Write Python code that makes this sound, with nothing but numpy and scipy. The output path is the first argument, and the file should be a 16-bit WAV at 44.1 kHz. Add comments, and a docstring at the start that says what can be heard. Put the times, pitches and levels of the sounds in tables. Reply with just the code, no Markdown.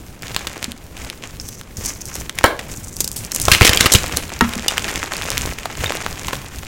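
"""Crushing dry chalk

Two hands crush blocks of dry chalk close to the microphone in a small room, over a steady hush.
Crumbs crunch as clumped, ringing grains; a rubbed block sings through resonances and snaps in two.
Both halves then collapse in a volley of cracks, each a dying avalanche of tiny breaks.
Thuds are decaying sines, kneading is more grains; the loudest cracks overload and clip."""
import sys
import numpy as np
from scipy import signal
from scipy.fft import rfft, irfft
from scipy.io import wavfile
from scipy.ndimage import uniform_filter1d

SR = 44100
rng = np.random.default_rng(int(sys.argv[2]) if len(sys.argv) > 2 else 0)


def transcribe(u):
    """Save the signal u as a 16-bit wav file named by the first command-line argument.

    u: samples, shape (n,) or (channels, n), limited to [-1, 1]; the rate is SR.
    q: integer samples, one column per channel.
    """
    v = np.clip(np.atleast_2d(u).T, -1, 1)
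    q = np.round(v * 32767).astype(np.int16)
    wavfile.write(sys.argv[1], SR, q)


N = 294147


def from_db(db):
    """Decibels to gain."""
    return 10 ** (np.asarray(db) / 20)


def rms_one(x):
    """Scale to unit rms."""
    return x / np.sqrt(np.mean(x ** 2) + 1e-20)


def fade(size, t60):
    """Exponential decay, 60 dB down after t60 seconds."""
    return np.exp(-np.log(1000) * np.arange(size) / (t60 * SR))


def drift(rate):
    """Slow random wander: straight lines between normal random points, rate points per second."""
    points = rng.standard_normal(N // 20)
    return np.interp(np.arange(N) * rate / SR, np.arange(len(points)), points)


def colour(x, spectrum, size=4096):
    """Causal (minimum-phase) filter that follows (Hz, dB) points."""
    hz, db = np.transpose(spectrum)
    grid = np.maximum(np.fft.rfftfreq(size, 1 / SR), 1)
    curve_db = np.interp(np.log(grid), np.log(hz), db)
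    # folding the cepstrum forward in time gives minimum phase
    cepstrum = irfft(np.log(from_db(curve_db)))
    cepstrum[1:size // 2] *= 2
    cepstrum[size // 2 + 1:] = 0
    impulse = irfft(np.exp(rfft(cepstrum)))
    return signal.fftconvolve(x, impulse)[:len(x)]


def resonate(x, hz, q):
    """One resonance with gain 1 at its peak."""
    hz = min(hz, SR / 3)
    w = 2 * np.pi * hz / SR
    damp = np.sin(w) / (2 * q)
    return signal.lfilter([damp, 0, -damp], [1 + damp, -2 * np.cos(w), 1 - damp], x + 1e-18)


def add(track, s, sound):
    """Mix a sound into the track at time s."""
    at = max(round(s * SR), 0)
    track[at:at + len(sound)] += sound[:max(N - at, 0)]


def rings(table):
    """Each row is one dying vibration: low and soft for flesh and powder, high and clear for a chip."""
    out, t = np.zeros(N), np.arange(SR // 2) / SR
    for s, db, hz, t60 in table:
        add(out, s, from_db(db) * np.sin(2 * np.pi * hz * t) * fade(len(t), t60))
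    return out


def gestures(rows, attack_s, release_db_per_s):
    """Each movement of the hand swells, holds its level and dies away."""
    t, power = np.arange(N) / SR, np.zeros(N)
    for s, length, db in rows:
        swell = np.clip((t - s) / attack_s, 0, 1)
        held_db = db - release_db_per_s * np.maximum(t - s - length, 0)
        power += (swell * from_db(held_db)) ** 2
    return np.sqrt(power)


# Tone of the quiet room. Each row: frequency in Hz, relative level in dB per Hz.
HUSH_COLOUR = [(30, 3.5), (300, -3), (4000, -29.5), (15500, -42)]


def room_hush(level_db=-42):
    """Steady noise of the room, weighted towards the bass."""
    return from_db(level_db) * rms_one(colour(rng.standard_normal(N), HUSH_COLOUR))


# Tone of the room's echo. Each row: frequency in Hz, echo level in dB.
ECHO_COLOUR = [(100, -24), (400, -15), (700, -22.5), (1100, -14), (1800, -20), (3500, -18.5), (15000, -18)]


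def room(x, first_echo_s=0.0028, soft_above_hz=2600, low_t60_s=0.34, treble_t60_s=0.23):
    """Diffuse echoes as decaying coloured noise; the treble dies sooner."""
    noise = rng.standard_normal(SR // 2)
    low = signal.lfilter(*signal.butter(2, soft_above_hz, fs=SR), noise)
    high = signal.lfilter(*signal.butter(2, soft_above_hz, "high", fs=SR), noise)
    # opposite signs avoid a notch where the bands meet
    tail = low * fade(len(noise), low_t60_s) - high * fade(len(noise), treble_t60_s)
    tail *= np.arange(len(tail)) > first_echo_s * SR
    echo = colour(tail / np.linalg.norm(tail), ECHO_COLOUR)
    return signal.fftconvolve(x, echo)[:N]


# Rumble of the moving hands. Each row: frequency in Hz, relative level in dB per Hz.
HANDLING_COLOUR = [(20, -4.5), (65, 0.5), (130, -4), (700, -32)]


def handling(effort, level_db=-32, firm_effort_db=-33.5, follows=0.51,
             lumpy_db=7.0, flesh_db=-12, flesh_hz=210, flesh_q=0.95):
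    """The working hands make a lumpy rumble that grows with their effort; the palms add muffled bumps."""
    rumble = colour(rng.standard_normal(N), HANDLING_COLOUR) * from_db(lumpy_db * np.tanh(drift(25)))
    bumps = rng.standard_normal(N) * from_db(lumpy_db * np.tanh(drift(60)))
    for _ in range(2):
        bumps = resonate(bumps, flesh_hz, flesh_q)
    # follows: the share of the effort's swing in dB that the rumble takes on
    gain = from_db(level_db) * (effort / from_db(firm_effort_db)) ** follows
    return gain * (rms_one(rumble) + from_db(flesh_db) * rms_one(bumps))


# Heavy jolts, the snap of the block first. Each row: start in seconds, level in dB before the mode level.
JOLTS = [(2.442, -16.5), (4.411, -18.5)]
# Modes of the things on the table. Each row: frequency in Hz, level in dB relative to the jolt.
NEARBY_MODES = [(412, 4.5), (460, 0.5), (690, -3.5), (937, 5.5), (1200, 1), (1322, 11), (1700, -3),
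                (1885, 7), (2028, -15)]


def nearby(mode_t60_s=0.071, rattle_db=-5, low_hz=450, high_hz=720, rattle_t60_s=0.6):
    """The snap and the heaviest falling lump ring the things on the table; the snap adds a dense rattle."""
    out = rings([(s, db + mode_db, hz, mode_t60_s) for s, db in JOLTS for hz, mode_db in NEARBY_MODES])
    band = signal.butter(2, [low_hz, high_hz], "band", fs=SR, output="sos")
    rattle = rms_one(signal.sosfilt(band, rng.standard_normal(SR // 2)))
    s, db = JOLTS[0]   # only the snap is hard enough to start the rattle
    add(out, s, from_db(db + rattle_db) * rattle * fade(len(rattle), rattle_t60_s))
    return out


# Fingers thump into the palm as chalk gives way. Each row: start in seconds, level in dB before the mode level.
THUMPS = [(1.785, -20), (2.442, -5), (3.481, -7.5), (3.518, -1), (3.614, 7.5), (3.695, -5.5), (3.86, -6.5),
          (3.951, 4)]
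# Modes of a thumped palm. Each row: frequency in Hz, relative level in dB, T60 in seconds.
PALM_MODES = [(108, 1, 0.037), (190.5, -5.5, 0.034), (375, -7, 0.019)]
# Lumps drop onto the heap of powder. Each row: start in seconds, level in dB before the mode level.
DROPS = [(0.681, -23.5), (4.421, -7), (4.564, -18.5)]
# Modes of the heap on its table. Each row: frequency in Hz, relative level in dB, T60 in seconds.
HEAP_MODES = [(75, -10.5, 0.29), (206, -7, 0.2), (235, -1.5, 0.19)]


def thuds():
    """Dull knocks of the palms and of lumps landing on the heap, each a few low dying modes."""
    out = np.zeros(N)
    for blows, modes in ((THUMPS, PALM_MODES), (DROPS, HEAP_MODES)):
        out += rings([(s, db + mode_db, hz, t60) for s, db in blows for hz, mode_db, t60 in modes])
    return out


def grains(per_s, spread_db, clump_db, clump_rate, q, count=14, size=3000):
    """Grains of all sizes break in clumps, each with a brief ring at one of count pitches; steady rms near 1."""
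    born = rng.random(N) < per_s / SR
    size_db = spread_db * np.minimum(rng.exponential(1, N), 4)
    clumps_db = clump_db * np.tanh(drift(clump_rate))
    clicks = born * from_db(size_db + clumps_db) * rng.choice([-1, 1], N)
    dealt = rng.integers(0, count, N)
    pitches = np.geomspace(300, 12000, count)
    sound = sum(resonate(clicks * (dealt == k), hz, q) / np.sqrt(hz) for k, hz in enumerate(pitches))
    sound = signal.lfilter([1, -.8], [1], sound)   # brittle grains radiate mostly treble
    return sound / np.sqrt(uniform_filter1d(sound ** 2, size) + 1e-12)


# Skin slides over the block and its halves. Each row: start in seconds, length in seconds, level in dB.
STROKES = [(1.395, 0.19, -44), (1.765, 0.036, -37.5), (1.835, 0.053, -29), (1.96, 0.13, -40.5),
           (2.1, 0.11, -39), (2.68, 0.1, -41), (2.83, 0.23, -43), (3.0, 0.25, -43), (3.31, 0.19, -35)]


def sliding():
    """How strongly the skin rubs: quick strokes that stop short."""
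    return gestures(STROKES, attack_s=0.0046, release_db_per_s=302)


# Tone of skin on chalk. Each row: frequency in Hz, relative level in dB per Hz.
RUB_COLOUR = [(500, -5), (4000, -16), (6000, -5), (10500, -10), (15500, -9.5)]


def rubbing(slide, gain_db=5.0, whole_hz=5900, half_hz=7150, q=2.3, sing=2.9):
    """Dry skin catches on the fine pores and makes the chalk sing; the halves sing higher than the block."""
    t = np.arange(N) / SR
    pores = colour(grains(per_s=6500, spread_db=6.5, clump_db=10.5, clump_rate=56, q=1.2), RUB_COLOUR)
    snap_s = JOLTS[0][0]
    singing = np.where(t < snap_s, resonate(pores, whole_hz, q), resonate(pores, half_hz, q))
    return from_db(gain_db) * slide * rms_one(pores + sing * singing)


# Fingers close on the chalk, hold and let go. Each row: start in seconds, length in seconds, level in dB.
SQUEEZES = [(0.215, 0.2, -38), (0.46, 0.21, -40.5), (0.94, 0.14, -39.5), (1.22, 0.021, -36),
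            (1.8, 0.11, -40.5), (2.08, 0.12, -39.5), (2.34, 0.07, -39.5), (2.58, 0.15, -42.5),
            (3.35, 0.13, -36), (3.48, 0.076, -27.5), (3.61, 0.16, -23), (3.8, 0.17, -27.5),
            (4.0, 0.2, -32.5), (4.31, 0.01, -33), (4.43, 0.22, -34.5), (4.68, 0.36, -31),
            (5.1, 0.37, -31.5), (5.56, 0.38, -39), (5.79, 0.19, -31), (6.0, 0.25, -38.5), (6.24, 0.12, -35)]


def squeezing(loose_before_db=-51, loose_after_db=-41.5, looser_from_s=3.2):
    """How hard the crumbs are ground: squeezes over the shifting of loose crumbs, which grows at one point."""
    loose = from_db(np.where(np.arange(N) / SR < looser_from_s, loose_before_db, loose_after_db))
    return np.hypot(gestures(SQUEEZES, attack_s=0.015, release_db_per_s=132), loose)


# Tone of ground crumbs. Each row: frequency in Hz, relative level in dB per Hz.
CRUMB_COLOUR = [(100, 4), (400, 3.5), (1100, 3), (2400, 4), (4300, -7), (7000, -3), (10000, -13),
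                (15500, -17.5)]


def crumbs(grip, grit_db=2.0, powder_db=0.0, firm_grip_db=-31, grit_growth=0.13, powder_top_hz=8000):
    """Coarse grit crackles over the soft crunch of the powder, the more so the harder the grip."""
    grit = grains(per_s=450, spread_db=5.5, clump_db=8.5, clump_rate=51, q=1.56)
    powder = grains(per_s=6000, spread_db=1.0, clump_db=6.0, clump_rate=150, q=1.4)
    powder = signal.lfilter(*signal.butter(2, powder_top_hz, fs=SR), powder)
    grit_gain = from_db(grit_db) * (grip / from_db(firm_grip_db)) ** grit_growth
    grit = grit_gain * rms_one(colour(grit, CRUMB_COLOUR))
    powder = from_db(powder_db) * rms_one(colour(powder, CRUMB_COLOUR))
    return grip * (grit + powder)


def crack(hz, t60, lead=4.55, uneven_db=9.5, q=0.79, ring_db=-3, ring_q=4.6, edge_db=-20,
          palm_db=-4, palm_hz=330, size=3072):
    """A first break sets off a dying avalanche of tiny ones; the fragment rings for a few cycles."""
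    sizes = from_db(uneven_db * rng.uniform(-2.0, 2.14, size))
    breaks = rms_one(rng.standard_normal(size) * sizes) * fade(size, t60)
    breaks[0] = lead * rng.choice([-1, 1])
    body = resonate(breaks, hz, q)
    ring = sum(resonate(breaks, hz * 2 ** octave, ring_q) for octave in rng.uniform(-0.66, 0.2, 2))
    hollow = resonate(breaks, palm_hz, 0.55)   # the cupped hand adds a dull pop
    sound = body + from_db(ring_db) * ring + from_db(edge_db) * breaks + from_db(palm_db) * hollow
    # same energy as one millisecond at rms 1
    return sound * np.sqrt(SR / 1000 / np.sum(sound ** 2))


def crumb_snaps(grip, per_s=14, above_grip_db=13, spread_db=3.0, hz=3800, octaves=0.8, t60=0.0042):
    """Larger crumbs burst at uneven intervals, the louder the harder the grip."""
    out = np.zeros(N)
    for k, (when, size, pitch) in enumerate(rng.uniform(-0.89, 1, (200, 3))):
        s = (k + 0.5 + 0.5 * when) / per_s
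        snap = from_db(above_grip_db + spread_db * size) * crack(hz * 2 ** (octaves * pitch), t60, size=512)
        if s < N / SR:
            add(out, s, grip[int(s * SR)] * snap)
    return out


# Hard chips spring free and ring. Each row: start in seconds, level in dB, pitch in Hz, T60 in seconds.
CHIPS = [(1.399, -13.5, 5320, 0.0085), (4.683, -11, 3600, 0.047), (4.684, -9.5, 2880, 0.044),
         (5.861, -12.5, 3690, 0.038)]


def chips():
    """Small hard chips, each vibrating briefly as a clear dying sine."""
    return rings(CHIPS)


# The smooth face flakes under the fingertips. Each row: start in seconds, strength in dB, T60 in ms.
FLAKES = [(1.4877, -19, 21), (1.862, -17, 8), (1.8789, -24, 2.8), (2.0556, -21, 2), (2.154, -17, 18),
          (2.967, -18, 7.9), (3.0045, -2.5, 36), (3.0442, -11, 13), (3.0768, -11.5, 20), (3.116, -17, 5.5),
          (3.1615, -11, 180), (3.249, -19, 5.9), (3.3185, -11, 18), (3.348, -9, 7.6), (3.3616, -7.5, 5.6),
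          (3.3999, -11, 3.7), (3.416, -8, 24), (3.4536, 0, 2.1)]


def flakes(tick_hz=8000):
    """Thin flakes break off the face, all as bright cracks of the same pitch."""
    out = np.zeros(N)
    for s, db, ms in FLAKES:
        add(out, s, from_db(db) * crack(tick_hz, ms / 1000))
    return out


# Pieces of chalk break. Each row: start in seconds, strength in dB, pitch in Hz, T60 in ms.
CRACKS = [(0.2227, -23.5, 6650, 5.6), (0.3466, -17, 1930, 1.9), (0.3641, 0, 1540, 2.5),
          (0.4704, -11, 2550, 21), (0.628, -15, 1960, 2.2), (0.6431, -11, 4400, 15),
          (0.7191, -19, 4450, 1.2), (1.1004, -16, 3240, 1.8), (1.613, -23.5, 1600, 3.4),
          (2.2953, -13, 2550, 13), (2.3874, -7, 2920, 15), (2.434, -21, 2540, 6.6), (2.4403, 14, 1600, 9.1),
          (2.442, 16, 610, 8.7), (2.46, -11.5, 2480, 32), (2.592, -14.5, 2060, 33), (3.483, 8, 890, 8.6),
          (3.5162, 18.5, 2530, 19), (3.5337, 1, 3010, 54), (3.5488, 11, 3300, 4.9), (3.61, 4, 1350, 24),
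          (3.619, 16.5, 3000, 5.4), (3.6297, 4, 2370, 4.2), (3.6488, 4.5, 4370, 68), (3.6676, 3, 3270, 13),
          (3.675, 5, 2480, 22), (3.693, 4, 2980, 20), (3.7327, 2.5, 2900, 13), (3.7732, 6.5, 3530, 5.5),
          (3.8076, 15, 3030, 10), (3.859, 4.5, 1600, 38), (3.92, 3.5, 6300, 66), (3.9368, 13.5, 6900, 10),
          (3.9492, 9, 3100, 35), (4.1711, 3, 6600, 3.8), (4.4093, 8, 1420, 11.4), (4.536, -14.5, 2520, 9.8),
          (4.682, 0.5, 4100, 16), (4.881, -10.5, 2450, 110), (4.7722, -13.5, 1710, 8.4),
          (4.7803, -0.5, 2570, 4.3), (5.3035, -5, 5600, 2.1), (5.3793, -1, 4560, 1.6),
          (5.6567, -10, 740, 22), (5.922, -12, 1240, 1.2), (6.064, -9, 1070, 3.9),
          (6.2831, -11.5, 1520, 28), (6.331, -9.5, 760, 45)]


def fractures():
    """The distinct cracks of breaking pieces, from a crumb to the snap of the block."""
    out = np.zeros(N)
    for s, db, hz, ms in CRACKS:
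        add(out, s, from_db(db) * crack(hz, ms / 1000))
    return out


def scene():
    """The chalk close by with its echo, the rumble of the hands and the steady hush of the room."""
    grip, slide = squeezing(), sliding()
    ground = crumbs(grip) + crumb_snaps(grip)
    broken = fractures() + flakes() + chips()
    chalk = broken + ground + rubbing(slide) + thuds() + nearby()
    mix = chalk + room(chalk) + handling(grip + slide) + room_hush()
    return mix[None]   # one channel


def record(dry):
    """The input clips at full scale, then a steep low-pass cuts the top."""
    low_pass = signal.ellip(10, .1, 70, 16000, fs=SR, output="sos")   # ripple dB, stop dB, cutoff Hz
    return signal.sosfilt(low_pass, np.clip(dry, -1, 1))


dry = scene()
out = record(dry)
transcribe(out)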